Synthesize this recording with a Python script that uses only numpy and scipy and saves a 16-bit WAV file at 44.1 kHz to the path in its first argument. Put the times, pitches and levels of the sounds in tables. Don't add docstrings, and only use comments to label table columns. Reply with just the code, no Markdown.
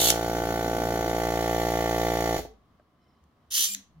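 import sys
import numpy as np
from scipy import signal
from scipy.fft import rfft, irfft
from scipy.io import wavfile

SR = 44100
rng = np.random.default_rng(int(sys.argv[2]) if len(sys.argv) > 2 else 0)


def int16_out(signal):
    q = np.round(np.clip(np.atleast_2d(signal).T, -1, 1) * 32767)
    wavfile.write(sys.argv[1], SR, q.astype(np.int16))


N = 176400
T = np.arange(N) / SR

# time in seconds, pump strokes per second.
PUMP_SPEED = [(0, 57.5), (.7, 57.63), (1.2, 57.68), (2.35, 57.66)]
# time in seconds, then thump, rattle and air levels in dB.
PUMP_LEVELS = [(0, -2.3, -1, -2), (.7, -2, -1, -3), (1.25, -1, -.5, -2), (1.6, 0, 0, -.5), (2.3, 0, 0, 0)]
# time in seconds, thump level in dB, rattle and air level in dB.
LAST_STROKES = [(2.3626, -1, 1), (2.378, -14, -2), (2.3905, -4, -10), (2.4512, -13.5, -26)]
# multiple of the stroke rate, level in dB.
THUMP_COLOUR = [(1, -3), (2, -6), (3, -5), (4, -19), (5, -4), (6, -3), (7, -4), (8, -2), (9, -1), (10, -8),
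                (11, -1), (12, 0), (13, -4), (14, -6), (15, -4), (16, -18), (17, -21), (18, -29), (19, -28)]
# pitch in Hz, dB before and dB after the listener moves, seconds to fade by 60 dB.
CASING_RINGS = [(1157, -6, -1, .08), (1212, -5, -5, .07), (1386, -2, -3, .08), (1499, 4, -9, .08),
                (1557, -7, -6, .07), (1789, -5, 0, .09), (1845, -9, -9, .06), (2019, -8, -1, .09),
                (2075, -8, -9, .06), (2249, -12, -7, .07), (2480, -14, -10, .05), (2940, -10, -6, .05),
                (3228, -10, -6, .06)]
# frequency in Hz, level of the puffed air in dB.
AIR_COLOUR = [(100, -9), (250, 0), (400, 8), (550, 7), (800, 10), (1000, -5), (1400, 1), (2000, 1),
              (2700, -3), (3300, 1.5), (4500, 1), (5100, -2), (6100, 4), (7300, -3), (8600, -12),
              (10000, -6), (11600, -2), (13500, -5), (15100, -1), (16000, -4)]
# start and end in seconds, level in dB, left minus right in dB.
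GEAR_RUNS = [(-.06, .103, -21, -2), (3.503, 3.654, -22.3, -1.5)]
# frequency in Hz, level in dB.
FIRST_RASP_COLOUR = [(400, -29), (1500, -16), (2600, -10), (3000, 4), (3250, 7), (3850, -2), (4300, 2),
                     (5000, -5), (6700, 3), (8200, -6), (10200, -2), (11500, -4), (14000, -3), (15800, -7)]
SECOND_RASP_COLOUR = [(150, -40), (400, -27), (900, -28), (1500, -21), (1900, -14), (2300, -14), (2700, -9),
                      (3050, 2), (3450, -3), (4000, -2.5), (5200, -5), (5950, 3), (6500, -2), (7400, -2),
                      (8200, -7), (9200, -3), (10400, -9), (11900, -3), (13200, -7), (15800, -10)]
# multiple of the whine's pitch, level in dB.
WHINE_TONES = [(1, -10), (2, -8), (3.03, 5.5), (3.96, -2), (5, -2), (6, -6)]
# time in seconds, level in dB.
STOP_CLICKS = [(.1032, 10), (3.7475, -4.5), (3.239, -48)]
# frequency in Hz, level in dB.
CLICK_COLOUR = [(300, -40), (1100, -24), (1800, -3), (2500, -8), (3400, 0), (4600, -7), (6400, 5),
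                (8000, -7), (15000, -15)]
# multiple of the step rate, level in dB.
STEPPER_TONES = [(1, -3), (2, -1), (3, -10), (4, 2), (5, -8)]
# frequency in Hz, level in dB.
FRAME_COLOUR = [(30, -20), (75, -1), (120, -3), (180, -2), (270, 5), (400, -1), (520, -9), (630, -2),
                (900, -15)]
# start and length in seconds, pitch in Hz, level in dB.
MOTOR_HUMS = [(3.53, .06, 345, -58), (3.575, .055, 280, -52), (3.67, .17, 200, -51), (3.755, .06, 265, -54),
              (3.94, .08, 158, -51), (3.18, .14, 72, -62), (3.88, .14, 66, -63), (2.47, .075, 440, -53)]
# pitch in Hz, level in dB, seconds to fade by 60 dB.
FRAME_RINGS = [(610, 0, .07), (690, -5, .05), (1280, -8, .04), (1560, -9, .04)]
# pitch in Hz, level in dB.
WHIRR_TONES = [(2080, 0), (3060, 1), (4070, -2), (4850, -3), (5380, 0)]
# frequency in Hz, level in dB.
FAN_COLOUR = [(15, -28), (25, -17), (50, -8), (81, -2), (146, -4), (231, -4), (330, -10), (488, -15),
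              (700, -13), (900, -17), (1150, -12), (1450, -21), (2070, -24), (2400, -29), (3090, -27),
              (5420, -34), (8000, -42), (15000, -41)]
FAN_TONES = [(75.4, -75), (226.1, -78), (710.6, -82), (1017, -84), (1120, -82), (3036, -94), (5362, -102)]
# frequency in Hz, how alike the rush is in both ears from 0 to 1.
EAR_LIKENESS = [(50, .97), (400, .9), (1000, .5), (3000, .2), (15000, .1)]
# frequency in Hz, seconds for the room's echo to fade by 60 dB.
ROOM_FADE = [(100, .35), (700, .33), (3000, .3), (8000, .24), (15000, .19)]


def pump(first_s=.0013, off_s=2.35, stroke_hz=57.65):
    turns = np.cumsum(np.interp(T, *np.transpose(PUMP_SPEED))) / SR
    steady = first_s + np.interp(np.arange(np.interp(off_s, T, turns)), turns, T)
    when, thump_db, rattle_db, air_db = np.transpose(PUMP_LEVELS)
    last_s, last_thump_db, last_other_db = np.transpose(LAST_STROKES)
    times = np.r_[steady, last_s]

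    def strokes(steady_db, last_db, spread_db, lag_s=0):
        db = np.r_[np.interp(steady, when, steady_db), last_db]
        return taps(times + lag_s, amp(db + spread_db * rng.standard_normal(len(times))))
    thump = pump_thump(strokes(thump_db, last_thump_db, spread_db=.35), stroke_hz)
    rattle = casing_rattle(strokes(rattle_db, last_other_db, spread_db=1.1, lag_s=.003))
    air = air_puffs(strokes(air_db, last_other_db, spread_db=1), stroke_hz)
    return room(thump + rattle, echo_db=-16) + room(air, echo_db=-7)


def pump_thump(strokes, stroke_hz, round_trip_s=.0058, passing=.86):
    body = [(k * stroke_hz, db) for k, db in THUMP_COLOUR]
    body = [(15, -35), (35, -16)] + body + [(1500, -36), (4000, -60)]
    thump = amp(1.9) * ring(strokes, colour(body))
    delay = np.zeros(round(round_trip_s * SR) - 1)
    return pan(-.6) * signal.lfilter(np.r_[passing, delay, 1], np.r_[1, delay, passing], thump)


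def casing_rattle(strokes, move_s=(.8, 1.6), left_lag_radians=1.5):
    casing = sum(amp([[first], [later]]) * ping(hz, fade) for hz, first, later, fade in CASING_RINGS)
    before, after = ring(strokes, casing)
    moved = np.interp(T, move_s, [0, 1])
    rattle = before * (1 - moved) + after * moved
    ears = pan(-2) * np.exp([[-1j * left_lag_radians], [0]])
    return amp(-39) * (ears * signal.hilbert(rattle)).real


def air_puffs(strokes, stroke_hz, lag_s=.0004, puff_s=.005, leak=.35):
    t = np.maximum(T[:SR // 10] - lag_s, 0)
    puff = (t > 0) * (np.exp(-t / puff_s) + leak * np.exp(-t * stroke_hz / 2))
    hiss = ring(strokes, puff) * rng.standard_normal(N)
    return amp(-37) * ring(scatter(hiss), colour(AIR_COLOUR))


def head_drive():
    rasps = gear_rasps()
    runs = sum(amp(db) * pan(side) * gate(start, end, .06, .014) * rasp
               for (start, end, db, side), rasp in zip(GEAR_RUNS, rasps))
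    whine, hiss = holding_whine(rasps[1])
    return room(runs + hiss + stop_clicks(), echo_db=-11) + whine


def gear_rasps(hits_per_s=9000, turn_hz=65, throb_depth=.25, spread_db=3):
    hits = (rng.random(N) < hits_per_s / SR) * rng.choice([-1, 1], N)
    teeth = hits * amp(spread_db * np.minimum(rng.exponential(1, N), 5))
    throb = 1 + throb_depth * np.cos(angle(turn_hz * (1 + .08 * drift(20))))
    return [unit(ring(scatter(teeth * throb), colour(points)))
            for points in (FIRST_RASP_COLOUR, SECOND_RASP_COLOUR)]


def holding_whine(rasp, start=3.66, end=3.745, hz=2410, width_hz=50):
    def tone(k):
        phase = 2 * np.pi * k * hz * T
        return drift(width_hz * k) * np.sin(phase) + drift(width_hz * k) * np.cos(phase)
    tones = np.array([sum(amp(db) * tone(k) for k, db in WHINE_TONES) for ear in range(2)])
    whine = amp(-41.5) * gate(start, end, .015, .004) * tones
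    hiss = amp(-40) * gate(start, end, .015, .008) * rasp
    return whine, hiss


def stop_clicks(fade_s=.0017):
    out = 0
    for start, db in STOP_CLICKS:
        crack = rng.standard_normal((2, SR // 20)) * np.exp(-T[:SR // 20] / fade_s)
        crack /= np.linalg.norm(crack, axis=1, keepdims=True)
        out += strike(start, db, ring(crack, colour(CLICK_COLOUR)))
    return out


def gantry(start=.14, length=1.19, top_step_hz=126, roughness=.55):
    speed = np.sin(np.pi * np.clip((T - start) / length, 0, 1))
    hz = top_step_hz * speed
    tones = sum(amp(db + read(FRAME_COLOUR, k * hz)) * (1 + roughness * drift(30)) * np.sin(k * angle(hz))
                for k, db in STEPPER_TONES)
    rumble = ring(rng.standard_normal(N), colour(FRAME_COLOUR + [(2000, -40), (6000, -60)]))
    return amp(-44) * np.sqrt(abs(speed)) * tones + amp(-42.5) * speed * rumble


def motor_hums():
    out = 0
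    for start, length, hz, db in MOTOR_HUMS:
        swell = np.sin(np.pi * np.clip((T - start) / length, 0, 1))
        out += amp(db) * swell * np.sin(angle(hz * (1 + .015 * drift(30))))
    return out


def knocks():
    mount = ping(hz=55, fade_s=.55)
    frame = sum(amp(db) * ping(hz, fade) for hz, db, fade in FRAME_RINGS)
    return strike(start=2.38, db=-39, sound=mount) + strike(start=2.798, db=-54, sound=frame)


def head_whirr():
    tones = sum(amp(db) * drift(70) * np.sin(2 * np.pi * hz * T) for hz, db in WHIRR_TONES)
    return amp(-84) * gate(2.98, 3.17, .02, .03) * tones


def fans(waver=.3):
    hz = np.fft.rfftfreq(N, 1 / SR)
    left, other = rfft(rng.standard_normal((2, N)))
    alike = read(EAR_LIKENESS, hz)
    right = alike * left + np.sqrt(1 - alike ** 2) * other
    rush = unit(irfft(np.array([left, right]) * amp(read(FAN_COLOUR, hz)), N))
    tones = sum(amp(db) * (1 + waver * drift(8)) * np.sin(2 * np.pi * f * T + drift(5))
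                for f, db in FAN_TONES)
    return amp(-65.5 + .6 * drift(5)) * rush + tones


def scatter(x, smear_s=.002, size=512):
    paths = rfft(rng.standard_normal((2, size)) * np.exp(-T[:size] / smear_s), 2 * size)
    paths = irfft(paths / abs(paths))[:, :size]
    return ring(x, paths / np.linalg.norm(paths, axis=1, keepdims=True))


def room(x, echo_db):
    hz, t, noise = signal.stft(rng.standard_normal((2, SR // 2)), SR, nperseg=256)
    fade = np.exp(-np.log(1000) * t / read(ROOM_FADE, hz)[:, None])
    tail = signal.istft(noise * fade, SR, nperseg=256)[1]
    tail *= np.minimum(T[:tail.shape[1]] / .008, 1)
    return x + amp(echo_db) * ring(x, tail / np.linalg.norm(tail[0]))


def amp(db):
    return 10 ** (np.asarray(db) / 20)


def unit(x):
    return x / np.sqrt(np.mean(x ** 2) + 1e-20)


def angle(hz):
    return 2 * np.pi * np.cumsum(hz) / SR


def read(points, hz):
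    f, value = np.transpose(points)
    return np.interp(np.log(hz + 1), np.log(f + 1), value)


def pan(left_db):
    return amp(np.array([[left_db], [-left_db]]) / 2)


def gate(start, end, rise_s, fall_s):
    return np.clip((T - start) / rise_s, 0, 1) * np.exp(-np.maximum(T - end, 0) / fall_s)


def ring(x, response):
    return signal.fftconvolve(np.atleast_2d(x), np.atleast_2d(response), axes=1)[:, :N]


def colour(points, size=8192):
    log_gain = np.log(amp(read(points, abs(np.fft.fftfreq(size, 1 / SR)))))
    response = np.fft.ifft(np.exp(np.conj(signal.hilbert(log_gain)))).real[:size // 2]
    return response / np.linalg.norm(response)


def taps(times, sizes):
    return np.bincount(np.clip(np.round(np.asarray(times) * SR).astype(int), 0, N - 1), sizes, N)


def strike(start, db, sound):
    return ring(taps([start], [amp(db)]), sound)


def drift(hz, size=4096):
    f = np.fft.rfftfreq(size, N / SR / size)
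    slow = unit(irfft(rfft(rng.standard_normal(size)) * np.exp(-(f / hz) ** 2)))
    return np.interp(T, np.linspace(0, N / SR, size), slow)


def ping(hz, fade_s):
    return np.sin(2 * np.pi * hz * T[:SR]) * np.exp(-np.log(1000) * T[:SR] / fade_s)


def scene():
    return pump() + knocks() + gantry() + motor_hums() + head_drive() + head_whirr() + fans()


def record(dry, top_hz=15900):
    return signal.oaconvolve(dry, signal.firwin(511, top_hz, window=("kaiser", 9), fs=SR)[None], "same")


dry = scene()
out = record(dry)
int16_out(out)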